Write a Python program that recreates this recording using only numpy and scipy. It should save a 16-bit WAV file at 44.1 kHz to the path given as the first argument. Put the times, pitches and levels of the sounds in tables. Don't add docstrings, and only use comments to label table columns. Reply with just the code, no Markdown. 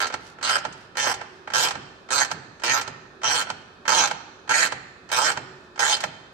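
import sys
import numpy as np
from scipy import signal
from scipy.fft import rfft, irfft
from scipy.io import wavfile
from scipy.ndimage import uniform_filter1d

SR = 44100
rng = np.random.default_rng(int(sys.argv[2]) if len(sys.argv) > 2 else 0)


def digitize_waveform(pressure):
    field = np.atleast_2d(pressure).T
    bounded = np.clip(field, -1, 1)
    quanta = np.round(bounded * 32767).astype(np.int16)
    wavfile.write(sys.argv[1], SR, quanta)


N = 279153


def amp(db):
    return 10 ** (np.asarray(db) / 20)


def unit(x):
    return x / np.sqrt(np.mean(x ** 2) + 1e-20)


def read(table, hz, column=1):
    table = np.array(table)
    return np.interp(np.log(hz + 1), np.log(table[:, 0] + 1), table[:, column])


def add(mix, start_s, sound):
    part = mix[..., max(round(start_s * SR), 0):][..., :sound.shape[-1]]
    part += sound[..., :part.shape[-1]]


def bump(hz, centre_hz, width_hz):
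    return 1 / (1 + (2 * (hz - centre_hz) / width_hz) ** 2)


def shelf(hz, edge_hz, order):
    return 1 - 1 / (1 + (hz / edge_hz) ** order)


def colour(x, gain_db, size=4096):
    hz = abs(np.fft.fftfreq(size, 1 / SR))
    log_response = np.conj(signal.hilbert(np.log(amp(gain_db(hz)))))
    taps = np.fft.ifft(np.exp(log_response)).real
    return signal.fftconvolve(x, taps[None], axes=1)[:, :x.shape[1]]


# frequency_hz, correlation
COHERENCE = [(30, 0.15), (100, 0.97), (600, 0.73), (1000, 0.1), (1800, 0.026), (14000, .02)]


def pair(noises):
    own, right = rfft(noises)
    same = read(COHERENCE, np.fft.rfftfreq(noises.shape[-1], 1 / SR))
    left = same * right + np.sqrt(1 - same ** 2) * own
    return irfft(np.array([left, right]), noises.shape[-1])


def scatter(size=2048):
    phases = 2 * np.pi * rng.random((2, size // 2 + 1))
    return unit(pair(irfft(np.exp(1j * phases))))


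def strike(pattern, db, treble_db, rise_ms, hold_ms, fade_ms, linger=0.17, linger_ms=14, cut_below_db=-2):
    ms = np.arange(pattern.shape[-1]) / SR * 1000
    decay = np.exp(-np.maximum(ms - hold_ms, 0) / fade_ms) + linger * np.exp(-ms / linger_ms)
    envelope = (1 - np.exp(-ms / rise_ms)) * decay
    impulse = signal.unit_impulse(len(ms), np.searchsorted(ms, rise_ms))
    rattle = pattern * envelope / np.linalg.norm(envelope)
    hit = np.vstack([rattle, impulse])
    top_db = np.clip(db + treble_db - cut_below_db, -18, 2)
    return colour(hit, lambda hz: treble_db * shelf(hz, edge_hz=3320, order=4)
                  + top_db * shelf(hz, edge_hz=9650, order=24) + db, size=256)


def contact_drift(spread_db, memory, teeth=36, bands=20):
    steps = rng.standard_normal((teeth, bands))
    return spread_db * unit(signal.lfilter([1], [1, -memory], steps, axis=0))


# start_s, end_s, first_rate_hz, top_rate_hz, last_rate_hz, fastest_fraction, level_db, swell_db,
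# treble_db, brighten_db, pawl_zing_hz, pawl_zing_db, plate_knock_db, socket_clank_db
BACK_SWINGS = [(.002, 0.058, 79, 115, 68, 0.45, -25.5, -1.5, -7, -7, 4500, -1, -5.5, -0.5),
               (0.427, 0.571, 88, 160, 79, 0.52, -27.5, -1, 0, 0.5, 4550, 3.5, -3.5, 4),
               (0.969, 1.13, 92.6, 146, 105, .32, -27, 0, -1.5, -1.5, 4800, 1.5, 0, 0),
               (1.535, 1.674, 88.5, 188, 92, 0.7, -22.5, -1, -0.5, -3, 6500, 1.5, -0.5, -1),
               (2.104, 2.237, 126, 142.6, 129, 0.47, -25, -1.5, 1.5, 2.5, 5300, -3.5, 1, 2),
               (2.635, 2.802, 110.5, 137, 81, 0.61, -24, -5.5, -2.5, 4, 6700, -1.5, -1.5, 2),
               (3.232, 3.411, 107, 167, 92, 0.62, -25.5, 1, -1, 7.5, 6230, 2.5, 1, 3),
               (3.878, 4.063, 73, 189, 82, 0.5, -23, -4.5, -3, 0.5, 6620, 6.5, -1.5, -0.5),
               (4.492, 4.66, 119, 174, 96, 0.73, -25, 0.5, .5, 5, 6600, 2, 2, 3.5),
               (5.115, 5.305, 100, 159, 101, .8, -23, 4.5, -1, -4.5, 6700, -1, 3.5, -0.5),
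               (5.792, 5.956, 105.5, 177, 91, 0.75, -26, -2, 2, -0.5, 6400, 5.5, 5, -3)]


def pawl(alike=0.71, uneven_db=1.7, jitter_s=0.00012, ease_s=0.031, ease_db=-2):
    out = np.zeros((3, N))
    for start, end, first_hz, top_hz, last_hz, fastest, *tone in BACK_SWINGS:
        level_db, swell_db, treble_db, brighten_db, zing_hz, zing_db, knock_db, clank_db = tone
        t = np.arange(start, end, 1 / SR)
        progress = (t - start) / (end - start)
        rate_hz = np.interp(progress, [0, fastest, 1], [first_hz, top_hz, last_hz])
        teeth = np.flatnonzero(np.diff(np.floor(np.cumsum(rate_hz) / SR), prepend=-1))
        octaves = np.log2(rate_hz / rate_hz.mean())
        lean = progress - 0.5
        easing = np.maximum(1 - (end - t) / ease_s, 0)
        power_db = level_db + swell_db * lean + ease_db * easing
        energy_db = power_db + 10 * np.log10(SR / rate_hz)
        bright_db = treble_db + brighten_db * lean + 3.5 * octaves
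        bright_db[0] += 0.5
        tints = contact_drift(spread_db=5, memory=0.88)
        bands_hz = np.linspace(0, 12000, tints.shape[1])
        fresh_patterns = [scatter() for _ in tints]
        chance = rng.standard_normal((len(tints), 2))
        pattern, run = scatter(), np.zeros((3, SR // 3))
        for i, fresh, (force, late), tint_db in zip(teeth, fresh_patterns, chance, tints):
            pattern = np.sqrt(alike) * pattern + np.sqrt(1 - alike) * fresh
            hit = strike(pattern, energy_db[i] + uneven_db * force, bright_db[i],
                         rise_ms=1.5, hold_ms=3.4, fade_ms=6.06, linger=0.13)
            ping_db = zing_db + 4 * octaves[i]
            rock_db = -0.07 * bright_db[i]
            hit = colour(hit, lambda hz: np.interp(hz, bands_hz, tint_db) * shelf(hz, 746, order=4)
                         + ping_db * bump(hz, zing_hz, 1440) + rock_db * bump(hz, 1300, 600), size=256)
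            add(run, i / SR + jitter_s * late, hit)
        run = colour(run, lambda hz: knock_db * bump(hz, 825, 330)
                     + clank_db * bump(hz, 1380, 640), size=1024)
        add(out, start, run)
    return out


# frequency_hz, bandwidth_hz, left_gain_db, right_gain_db, left_lead_rad
STEEL_MODES = [(484, 28, 6, 6, -.6), (613, 45, -6, 10, -.7), (815, 50, 7, 6, -.1), (880, 45, 6, 16, -.9),
               (1022, 45, 6, 10, .1), (1240, 40, -3, 7, 3), (1345, 55, 4, 16, .9), (1385, 40, 12, 8, 1.1),
               (1470, 50, -1, 9, -1.5), (1605, 58, 3, 14, .1), (1787, 40, 9, 18, 2.8), (2240, 54, 6, 1, .3),
               (2319, 24, 0, 7, -.6), (2530, 45, 3, 3, .1), (2675, 22, 5, 5, -1.5),
               (3122, 45, 14, 11, -1.3), (3567, 54, 9, -4, 2.1), (4120, 50, -3, 7, -2.9),
               (5620, 65, -1, 9, 3), (5784, 27, -6, 7, 1.1), (6345, 40, -6, 7, -1.2),
               (6448, 80, -6, 11, -3)]
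# frequency_hz, left_gain_db, right_gain_db
RATTLE_SPECTRUM = [(56, -15, -15.5), (235, -7.5, -4), (523, -3, 2.5), (814, 7, 11), (1044, -13, 5.5),
                   (1360, -4.5, 11.5), (1860, 5.5, 7.5), (3640, 2, -1.5), (4160, 2, 9.5), (5300, -2, 7),
                   (6170, -3, 7.5), (8310, -7, 4), (9610, -17.5, -13), (14800, -24.5, -16.5)]


def steel(hits, ring_db, rattle_db):
    t, ring = np.arange(SR // 4) / SR, 0
    for k, (mode_hz, width_hz, left_db, right_db, lead_rad) in enumerate(STEEL_MODES):
        decay = 2 * np.pi * width_hz / SR * np.exp(-np.pi * width_hz * t)
        phase = 2 * np.pi * mode_hz * t
        mode = np.array([amp(left_db) * np.sin(phase + lead_rad), amp(right_db) * np.sin(phase)])
        ring = ring + (-1) ** k * decay * mode
    bass_cut = signal.butter(2, 330, "high", fs=SR, output="sos")
    ringing = signal.oaconvolve(hits[2:], signal.sosfilt(bass_cut, ring), axes=1)[:, :N]
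    left = colour(hits[:1], lambda hz: read(RATTLE_SPECTRUM, hz, column=1))
    right = colour(hits[1:2], lambda hz: read(RATTLE_SPECTRUM, hz, column=2))
    return amp(rattle_db) * np.vstack([left, right]) + amp(ring_db) * ringing


# frequency_hz, t60_s, gain_db
GARAGE_DECAY = [(120, 0.97, 3), (403, 0.38, -7), (1000, 0.9, -11.5), (2860, 0.98, -12), (7400, 0.89, -23.5),
                (11700, 0.088, -20)]


def garage(x, build_s=0.0013):
    hz, t, noise = signal.stft(pair(rng.standard_normal((2, SR))), SR, nperseg=256)
    decay = amp(-60 * t / read(GARAGE_DECAY, hz)[:, None]) * (1 - np.exp(-t / build_s))
    energy = SR * np.mean(decay ** 2, axis=1, keepdims=True)
    decay *= amp(read(GARAGE_DECAY, hz, column=2))[:, None] / np.sqrt(energy)
    response = signal.istft(noise * decay, SR, nperseg=256)[1]
    return signal.fftconvolve(x, response, axes=1)[:, :N]


def band_noise(low_hz, high_hz):
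    band = signal.butter(2, [low_hz, high_hz], "band", fs=SR, output="sos")
    return unit(signal.sosfilt(band, pair(rng.standard_normal((2, N)))))


# frequency_hz, relative_density_db
AMBIENT_SPECTRUM = [(15, -37), (25, -5.5), (392, -5), (940, -9.5), (1100, -8), (1820, -8.5), (1970, -41),
                    (2570, -10.5), (2780, -35), (3530, -17.5), (14000, -52)]


def background(air_db=-50.5, drone_db=-58, waver_db=5.5, waver_s=0.345):
    spectrum = amp(read(AMBIENT_SPECTRUM, np.fft.rfftfreq(N, 1 / SR)))
    air = irfft(rfft(pair(rng.standard_normal((2, N)))) * spectrum, N)
    steps = rng.uniform(-1, 1, size=64)
    waver = np.interp(np.arange(N) / SR / waver_s, np.arange(len(steps)), steps)
    drone = amp(drone_db + waver_db * waver) * band_noise(low_hz=358, high_hz=394)
    return amp(air_db) * unit(air) + drone


# start_s, relative_db, treble_db
LOOSE_CONTACTS = [(.099, -15, -20), (.123, -20, -9), (.384, -25.5, -23), (.492, -6, -6), (.562, -7.5, -25),
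                  (.723, -39, 10), (1.066, -4.5, -28), (1.473, -14.5, -24), (1.5, -17, -17),
                  (1.706, -10.5, -8.5), (2.596, -29.5, -8), (3.275, -9, -24), (3.468, -16.5, -32),
                  (3.489, -26, -20), (3.852, -16.5, -21), (3.878, -8, -11), (5.089, -27.5, -6),
                  (5.162, -15, 4), (5.757, -25.5, -14), (6.003, -16.5, -1)]


def clicks(gain_db=12, bright_db=3, last_tooth_s=0.0086, reverse_s=0.017):
    out, contacts = np.zeros((3, N)), list(LOOSE_CONTACTS)
    for start, end, _, _, _, _, level_db, *_ in BACK_SWINGS:
        contacts.append((end + last_tooth_s, level_db + 11.5, -4.5))
        if start > reverse_s:
            contacts.append((start - reverse_s, -20.5, -17.5))
    for start, db, treble_db in contacts:
        hit = strike(scatter(), db + gain_db, treble_db + bright_db,
                     rise_ms=2.17, hold_ms=2.5, fade_ms=11.5)
        add(out, start, hit)
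    return out


# start_s, relative_db, relative_treble_db, chassis_boom_db
SOCKET_IMPACTS = [(0.139, -11, -22.5, -48.5), (0.649, -11.5, -26, -46), (1.212, -17, -34, -61),
                  (1.752, -16.5, -32, -44.5), (2.313, -11.5, -14, -43), (2.876, -18.5, -13.5, -44.5),
                  (3.5, -11.5, -22.5, -48.5), (4.11, -10, -24, -51), (4.721, -12, -24, -46),
                  (5.372, -13, -25, -42), (6.037, -8.5, -18.5, -45)]


def clunks(gain_db=14, knock_db=3, scuff_db=-12, scuff_lead_s=0.011):
    out = np.zeros((3, N))
    for start, relative_db, relative_treble_db, _ in SOCKET_IMPACTS:
        db = relative_db + gain_db
        treble_db = 0.53 * relative_treble_db + 3
        scuff = strike(scatter(), db + scuff_db, treble_db - 4, rise_ms=5.03, hold_ms=8.5, fade_ms=1.4)
        seat = strike(scatter(), db, treble_db,
                      rise_ms=2.3, hold_ms=1.4, fade_ms=3.1, linger=0.28, linger_ms=16)
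        add(out, start - scuff_lead_s, scuff)
        add(out, start, seat)
    return colour(out, lambda hz: knock_db * bump(hz, centre_hz=910, width_hz=610), size=1024)


def chassis(rise_s=0.0026, fade_s=0.1):
    envelope, t = np.zeros(N), np.arange(SR // 2) / SR
    for start, _, _, boom_db in SOCKET_IMPACTS:
        add(envelope, start, amp(boom_db) * (1 - np.exp(-t / rise_s)) * np.exp(-t / fade_s))
    panels = band_noise(low_hz=103, high_hz=174) + amp(-1.5) * band_noise(low_hz=174, high_hz=454)
    return envelope * panels


# start_s, end_s, level_db
HAND_SLIDES = [(0.177, 0.358, -54.5), (0.7, 0.9, -60), (1.258, 1.447, -66), (5.52, 5.724, -68)]


def hand(grain_db=3):
    t = np.arange(N) / SR
    slides = sum(amp(db) * np.sin(np.pi * np.clip((t - start) / (end - start), 0, 1))
                 for start, end, db in HAND_SLIDES)
    grain = amp(grain_db * unit(uniform_filter1d(rng.standard_normal(N), 150)))
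    return slides * grain * band_noise(low_hz=2500, high_hz=6600)


def scene():
    hits = pawl() + clicks() + clunks()
    direct = steel(hits, ring_db=1, rattle_db=-0.5)
    to_walls = steel(hits, ring_db=-2.5, rattle_db=0.92)
    balance = amp([[-1.2], [1.1]])
    return direct + garage(to_walls) + balance * (chassis() + hand() + background())


def record(dry, low_hz=50, high_hz=14650):
    thin = signal.sosfilt(signal.butter(2, low_hz, "high", fs=SR, output="sos"), dry)
    low_pass = signal.firwin(255, high_hz, window=("kaiser", 9), fs=SR)
    return signal.oaconvolve(thin, low_pass[None], "same")


dry = scene()
out = record(dry)
digitize_waveform(out)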